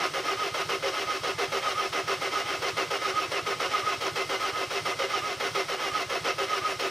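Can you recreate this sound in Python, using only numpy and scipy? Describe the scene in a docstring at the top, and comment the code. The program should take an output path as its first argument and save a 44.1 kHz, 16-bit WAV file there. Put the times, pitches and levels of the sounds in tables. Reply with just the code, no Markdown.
"""A starter motor cranks a five-cylinder diesel under an open bonnet. It whirrs from the outset.
In each cycle it grips the first three cylinders' squeezes of air sharply, with a knock. Every squeeze
drags it down: its loaded gears howl, rattle and scrape, the flywheel rings and the mounting groans.
Then the crank runs ahead and air thuds at the valves. The last two squeezes, gripped softly, squeal.
This cycle keeps repeating. Later something loose ticks three times, and the engine never fires."""
import sys
import numpy as np
from scipy import signal
from scipy.fft import rfft, irfft, next_fast_len
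from scipy.io import wavfile
from scipy.ndimage import map_coordinates

SR = 44100
rng = np.random.default_rng(int(sys.argv[2]) if len(sys.argv) > 2 else 0)


def generate_wav(sig):
    """Save sig (samples, or channels by samples) to the path in sys.argv[1] as 16-bit PCM at SR."""
    pcm = np.round(np.clip(np.atleast_2d(sig).T, -1, 1) * 32767).astype(np.int16)
    wavfile.write(sys.argv[1], SR, pcm)


N = 304290
TIME = np.arange(N) / SR
# one engine cycle is two turns of the crank; each takes a little longer as the battery tires
FIRST_CYCLE_S, CYCLE_S, TIRING_S = -.1622, .6905, .00038
CYCLE_STARTS = FIRST_CYCLE_S + CYCLE_S * np.arange(11) + TIRING_S * np.arange(11) ** 2


def amp(db):
    """Turns decibels into a plain multiplier."""
    return 10 ** (np.asarray(db) / 20)


def unit(x):
    """Scales a signal to an average (rms) strength of 1."""
    return x / np.sqrt(np.mean(x ** 2) + 1e-20)


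def along(points, hz):
    """Reads a curve drawn through (frequency, level) points on a log frequency axis."""
    freqs, levels = np.transpose(points)
    return np.interp(np.log(hz + 1), np.log(freqs + 1), levels)


def wobble(rate):
    """A smooth random curve through `rate` points a second."""
    return unit(map_coordinates(rng.standard_normal(int(N * rate / SR) + 4), [TIME * rate]))


def coloured(x, level_db):
    """Filters x, turning each frequency up or down by level_db(hz)."""
    size = 2 * next_fast_len(N // 2 + 8192)
    cepstrum = irfft(np.log(amp(level_db(np.fft.rfftfreq(size, 1 / SR)))), size)
    # folding makes the filter ring only after a sound, never before it
    cepstrum[1:size // 2] *= 2
    cepstrum[size // 2 + 1:] = 0
    return irfft(rfft(x, size) * np.exp(rfft(cepstrum)), size)[:N]


def each_cycle(rows):
    """Repeats rows in every engine cycle; their first column, t, counts from the cycle's start."""
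    return [(start + s, *rest) for start in CYCLE_STARTS for s, *rest in rows]


def tone(teeth, multiple, rough):
    """A note at a multiple of the tooth rate; uneven teeth shake its strength and timing."""
    strength = np.sqrt(2) * (1 + rough * wobble(170))
    return strength * np.sin(2 * np.pi * multiple * teeth + rough * wobble(130))


# the notes at which the metal casing rings: f/Hz, width/Hz, boost/dB
CASING_NOTES = [(390, 29, 4.5), (537, 25, 2.8), (700, 83, 2.9), (813, 30, 3), (976, 46, 5.1),
                (1077, 23, 5.4), (1250, 36, 11.37), (1367, 32, 3.7), (1470, 30, 5.5), (1700, 33, 3.6),
                (1826, 54, 3), (2067, 46, 8.3), (2127, 32, 5.9), (2330, 120, 2.3), (2604, 86, 2.5),
                (2850, 21, 2.5), (3173, 77, 4.3), (3770, 37, 3.4), (4030, 24, 2.8), (4180, 40, 3),
                (4800, 30, 2), (5390, 90, 6.9), (5520, 35, 2.6), (6000, 35, 2.5), (6330, 150, 3.2),
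                (9150, 130, 3.6), (12100, 200, 3)]
def ringing_db(hz):
    """The casing boosts sound close to its own notes."""
    peaks = sum((amp(db) ** 2 - 1) / (1 + (2 * (hz - centre) / width) ** 2)
                for centre, width, db in CASING_NOTES)
    return 10 * np.log10(np.maximum(1 + peaks, .1))


# the broad tone colour of the starter and the housing around the flywheel: f/Hz, level/dB
CASING_COLOUR = [(30, -24), (200, -15), (310, -2), (430, -5), (490, 3.5), (650, 1), (900, -5.5), (1000, -2),
                 (1400, .5), (1590, -3), (2700, -2.5), (4400, -9.5), (5600, -10.5), (7400, -25),
                 (15500, -40.5)]
def casing_db(hz):
    """How well the casing passes each frequency: narrow peaks on a broad slope."""
    return along(CASING_COLOUR, hz) + ringing_db(hz)


# the noise of brushes, belts and bearings: f/Hz, relative level/dB
WHIRR_COLOUR = [(25, -14), (35, -3), (48, -12), (65, -4), (110, -2.5), (165, 2.5), (215, -6.5), (340, 6),
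                (480, 1), (900, -11), (2000, -5), (3500, -2), (5400, -0.5), (7200, -10.5), (8500, -10.5),
                (12500, -18.5), (15500, -27)]
def whirr(teeth):
    """Running noise keeps the casing faintly ringing; the motor's contacts whistle over a low hum."""
    noise = rng.standard_normal(N)
    hiss = unit(coloured(noise, lambda hz: along(WHIRR_COLOUR, hz) + .48 * ringing_db(hz)))
    hum = amp(-62.5 + 2 * wobble(4.97)) * np.sin(2 * np.pi * 111 * TIME + .3 * wobble(4))
    hiss *= amp(-43.5 + .59 * wobble(25))
    whistle = amp(-64.5) * tone(teeth, 20, rough=.6)
    return hiss + whistle + hum


# each cylinder's squeeze of air: starter grips t/s, grip rise/s, grip to peak strain/s, peak load/dB,
# tooth rate before f/Hz, tooth rate at its slowest f/Hz, relative groan level/dB
SQUEEZES = [(.006, .013, .074, -29, 438, 347, 0), (.156, .011, .058, -27.5, 443.3, 350.1, 2.5),
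            (.293, 0.0094, .059, -29, 437.1, 372.1, 1), (.378, 0.037, .112, -29.2, 427.7, 372.1, -.5),
            (.500, 0.071, .130, -30, 425, 346.5, -2)]
def tooth_rate(slowing_s=.074, lag_s=.011):
    """Gear teeth meeting per second: each squeeze drags the starter down, then it recovers."""
    corners = []
    for grip, _, peak, _, fast_hz, slow_hz, _ in each_cycle(SQUEEZES):
        slowest = grip + peak + lag_s
        corners += [(slowest - slowing_s, fast_hz), (slowest, slow_hz)]
    times, hz = np.transpose(corners)
    steps = np.arange(len(corners))
    part, whole = np.modf(np.interp(TIME, times, steps))
    eased = whole + np.sin(np.pi / 2 * part) ** 2
    return np.interp(eased, steps, hz)


def gear_load(slack_db=-41.0, build_db_per_s=35, hold_s=.0085, release_s=.023):
    """Load in dB: the starter grips, pushes ever harder, then goes slack as the crank runs ahead."""
    load_db = np.full(N, slack_db)
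    for grip, attack, peak, db, *_ in each_cycle(SQUEEZES):
        near = slice(*np.searchsorted(TIME, [grip, grip + CYCLE_S / 2]))
        t = TIME[near] - grip
        push_db = db - slack_db - build_db_per_s * np.maximum(peak - t, 0)
        engaged = np.minimum(t / attack, 1) * np.exp(-np.maximum(t - peak - hold_s, 0) / release_s)
        load_db[near] = np.maximum(load_db[near], slack_db + engaged * push_db)
    return load_db


def turning_noise(repeat_share):
    """White noise, part of which comes back each cycle as the same teeth meet."""
    since = TIME - CYCLE_STARTS[np.maximum(np.searchsorted(CYCLE_STARTS, TIME) - 1, 0)]
    worn, fresh = rng.standard_normal((2, N))
    repeated = worn[(since * SR + .25).astype(int)]
    return np.sqrt(repeat_share) * repeated + np.sqrt(1 - repeat_share) * fresh


def rattle(teeth, scatter_db, fade, rub):
    """Each tooth lands with a short burst of its own strength, over steady rubbing."""
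    sizes = amp(scatter_db * rng.standard_normal(int(teeth[-1]) + 1))
    bursts = unit(sizes[teeth.astype(int)] * np.exp(-fade * (teeth % 1)))
    return unit((bursts + rub) * turning_noise(repeat_share=.23))


# two surges on each of the two softly gripped squeezes: t/s, half length/s, strength
SQUEAL_SURGES = [(.419, .009, 5.5), (.448, .009, 10), (.535, .010, 10.5), (.571, .015, 10)]
def singing(steady_db=-19.08, db_per_strength=1.27):
    """Level in dB of the note at three times the tooth rate: it always sings, and swells to squeals."""
    swells = np.zeros(N)
    for s, width, strength in each_cycle(SQUEAL_SURGES):
        near = np.abs(TIME - s) < CYCLE_S / 2
        swells[near] += strength * np.exp(-((TIME[near] - s) / width) ** 2 / 2)
    return steady_db + db_per_strength * (.95 * wobble(12) + swells)


# the howl of the teeth: multiple of the tooth rate, relative level/dB
HOWL_NOTES = [(1, -17.5), (2, -14.5), (4, -21), (5, -21.5)]
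# the whine of the motor's spinning core: multiple of the tooth rate, relative level/dB
WHINE_NOTES = [(7.5, -14), (15, -20)]
# slack teeth fall quiet, hard-pressed ones level off: load/dB, level/dB
LOAD_TO_LEVEL = [(-41.5, -42.5), (-36.5, -35), (-32, -29.5), (-26.5, -26)]
def gears(teeth, load_db, sing_db):
    """Howl, whine and rattle all grow with the load and sound through the casing."""
    pressed = amp(.3 * (load_db + 30))  # slack teeth hardly howl
    howl = pressed * sum(amp(db) * tone(teeth, k, rough=.4) for k, db in HOWL_NOTES)
    sing = pressed * amp(sing_db) * tone(teeth, 3, rough=.34)
    whine = sum(amp(db) * tone(teeth, k, rough=.36) for k, db in WHINE_NOTES)
    clatter = amp(4) * rattle(teeth, scatter_db=1.5, fade=1.56, rub=1.2)
    force = amp(np.interp(load_db, *np.transpose(LOAD_TO_LEVEL)) + .5 * wobble(14))
    return coloured(force * (howl + sing + whine + clatter), casing_db)


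# the noise of sliding teeth: f/Hz, relative level/dB
SCRAPE_COLOUR = [(1500, -20.5), (3500, -2), (5500, 0.5), (7400, -11), (12000, -15), (15500, -20.5)]
def scrape(teeth, load_db, grip_db, level_db):
    """The teeth scrape brightly whenever the starter is driving, however hard it pushes."""
    driving = 1 / (1 + np.exp((grip_db - load_db) / 1.2))
    sliding = rattle(teeth, scatter_db=3.5, fade=2, rub=.8)
    bright = coloured(sliding, lambda hz: along(SCRAPE_COLOUR, hz) + ringing_db(hz))
    return amp(level_db + wobble(20)) * driving * unit(bright)


# the flywheel's notes: f/Hz, time to fade by 60 dB (t60)/s, relative level/dB
FLYWHEEL_NOTES = [(1244, .14, 0), (2068, .16, -2.5), (2135, .1, -4), (9140, .04, -16)]
def flywheel(load_db, level_db, swing_db):
    """The loaded teeth keep striking the flywheel, which rings on between squeezes."""
    blows = unit(amp(load_db + swing_db * wobble(9))) * rng.standard_normal(N)
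    t = np.arange(SR // 2) / SR
    rings = sum(amp(db - 60 * t / t60) / np.sqrt(t60) * np.sin(2 * np.pi * hz * t)
                for hz, t60, db in FLYWHEEL_NOTES)
    return amp(level_db) * unit(signal.fftconvolve(blows, rings)[:N])


def groan(hz, sag_hz_per_s, level_db, half_length_s=.022):
    """At each peak of strain the mounting groans, its pitch sagging as the crank slows."""
    out = np.zeros(N)
    for grip, _, peak, *_, db in each_cycle(SQUEEZES):
        size, detune, phase = rng.standard_normal(3)
        near = np.abs(TIME - (grip + peak)) < 3 * half_length_s
        t = TIME[near] - (grip + peak)
        turns = (hz + 3 * detune) * t - sag_hz_per_s * t ** 2 / 2 + phase
        swell = amp(level_db + db + size) * np.exp(-(t / half_length_s) ** 2 / 2)
        out[near] += swell * np.sin(2 * np.pi * turns)
    return out * (1 + .28 * wobble(130))


# gulps of air at the valves: t/s, f/Hz, relative level/dB
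AIR_GULPS = [(.132, 120, 1), (.151, 142, -2.5), (.268, 127, -2.5), (.288, 141, -7), (.396, 119, -12),
             (.541, 114, -1.5), (.686, 115, 0)]
def gulps(level_db, half_length_s, pipe_hz, pipe_db, pipe_t60):
    """Each gulp of air is a low thud of about two swings; the intake pipe hums on."""
    out = np.zeros(N)
    for s, hz, db in each_cycle(AIR_GULPS):
        near = np.abs(TIME - s) < .3
        t = TIME[near] - s
        thud = np.exp(-(t / half_length_s) ** 2) * np.cos(2 * np.pi * hz * t)
        pipe = (t > 0) * amp(pipe_db - 60 * np.abs(t) / pipe_t60) * np.sin(2 * np.pi * pipe_hz * t)
        out[near] += amp(level_db + db) * (thud + pipe)
    return out


# knocks as the starter grips sharply at the start of each cycle's first three squeezes:
# t/s, lower ring's relative level/dB, upper ring's relative level/dB
DRIVE_KNOCKS = [(.012, -1.5, -2), (.162, 2, -2.5), (.299, -1, 3)]
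def knocks(lower_hz, upper_hz, ring_db, t60, crack_db, crack_t60):
    """The drive catches the slowing crank: a crack, and two beating rings of the starter's nose."""
    out, t = np.zeros(N), np.arange(SR // 5) / SR
    for s, lower_db, upper_db in each_cycle(DRIVE_KNOCKS):
        if s > 0:
            lower_change, upper_change, size = rng.standard_normal(3)
            lower = amp(lower_db + 2 * lower_change) * np.sin(2 * np.pi * lower_hz * t)
            upper = amp(upper_db + 2 * upper_change) * np.sin(2 * np.pi * upper_hz * t)
            ring = amp(ring_db - 60 * t / t60) * (1 - np.exp(-t / .01)) * (lower + upper)
            crack_shape = amp(crack_db + size - 60 * t / crack_t60) * (1 - np.exp(-t / .003))
            crack = crack_shape * rng.standard_normal(len(t))
            spot = out[round(s * SR):][:len(t)]
            spot += (ring + crack)[:len(spot)]
    return coloured(out, lambda hz: casing_db(hz) + along([(3000, -1), (6000, 0), (11000, 12)], hz))


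# ticks of loose metal, timed from the start of the scene: t/s, relative level/dB
LOOSE_TICKS = [(2.6848, -25), (3.6002, -32), (4.0093, -33)]
def ticks(ring_hz, width_hz, t60, level_db):
    """Something loose ticks now and then: short bursts of noise around one high note."""
    blows = sum(amp(db + level_db - 60 * np.abs(TIME - s) / t60) * (TIME >= s) for s, db in LOOSE_TICKS)
    bursts = blows * rng.standard_normal(N)
    return coloured(bursts, lambda hz: -10 * np.log10(1 + ((hz - ring_hz) / width_hz) ** 2))


def engine_bay(x, t60, echo_db):
    """Close metal walls add a short, dense echo."""
    t = np.arange(SR // 8) / SR
    tail = rng.standard_normal(len(t)) * amp(-60 * t / t60) * (t > .002)
    echo = signal.fftconvolve(x, tail / np.linalg.norm(tail))[:N]
    return x + amp(echo_db) * coloured(echo, lambda hz: along([(400, -15), (1400, -5), (2500, 1)], hz))


# how much louder the left side is than the right: f/Hz, level/dB
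LEFT_OVER_RIGHT = [(450, 0), (740, -1), (1220, -2.5), (2010, -1), (3330, 0.8), (5500, 0)]
# stray sound, added on the left and taken away on the right: f/Hz, level/dB
STRAY_COLOUR = [(30, -27), (60, -26), (130, -21), (250, -17), (350, -13.5), (600, -18.5), (1200, -14),
                (2400, -14.5), (3000, -12.5), (3800, -45), (7000, -44), (12000, -55)]
def stereo(direct, stray):
    """Left and right hear nearly the same; stray sound from around the bay sets them slightly apart."""
    side = coloured(stray, lambda hz: along(STRAY_COLOUR, hz))
    return np.array([coloured(direct, lambda hz: sign * along(LEFT_OVER_RIGHT, hz) / 2) + sign * side
                     for sign in (1, -1)])


def scene():
    """Starter, flywheel and gulping air in the engine bay, in stereo."""
    tooth_hz, load_db, sing_db = tooth_rate(), gear_load(), singing()
    teeth = np.cumsum(tooth_hz * (1 + .005 * wobble(6))) / SR  # running count of teeth that have met
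    metal = whirr(teeth) + gears(teeth, load_db, sing_db)
    metal += scrape(teeth, load_db, grip_db=-34, level_db=-45)
    metal += flywheel(load_db, level_db=-44.5, swing_db=1.5)
    low = groan(hz=390.7, sag_hz_per_s=460, level_db=-33)
    low += gulps(level_db=-40.5, half_length_s=.0081, pipe_hz=161.8, pipe_db=-11, pipe_t60=.27)
    metal += knocks(lower_hz=476.2, upper_hz=540.7, ring_db=-32, t60=.24, crack_db=-24.5, crack_t60=.14)
    metal += ticks(ring_hz=4398, width_hz=269, t60=.063, level_db=7.5)
    stray = gears(teeth + .248 * wobble(3), load_db, sing_db) + whirr(teeth)
    return stereo(engine_bay(metal, t60=.069, echo_db=-11) + low, stray)


def record(dry, top_hz=15700):
    """Cuts away the very highest treble."""
    size = next_fast_len(N + 8192)
    kept = np.fft.rfftfreq(size, 1 / SR) < top_hz
    return irfft(rfft(dry, size) * kept, size)[:, :N]


dry = scene()
out = record(dry)
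generate_wav(out)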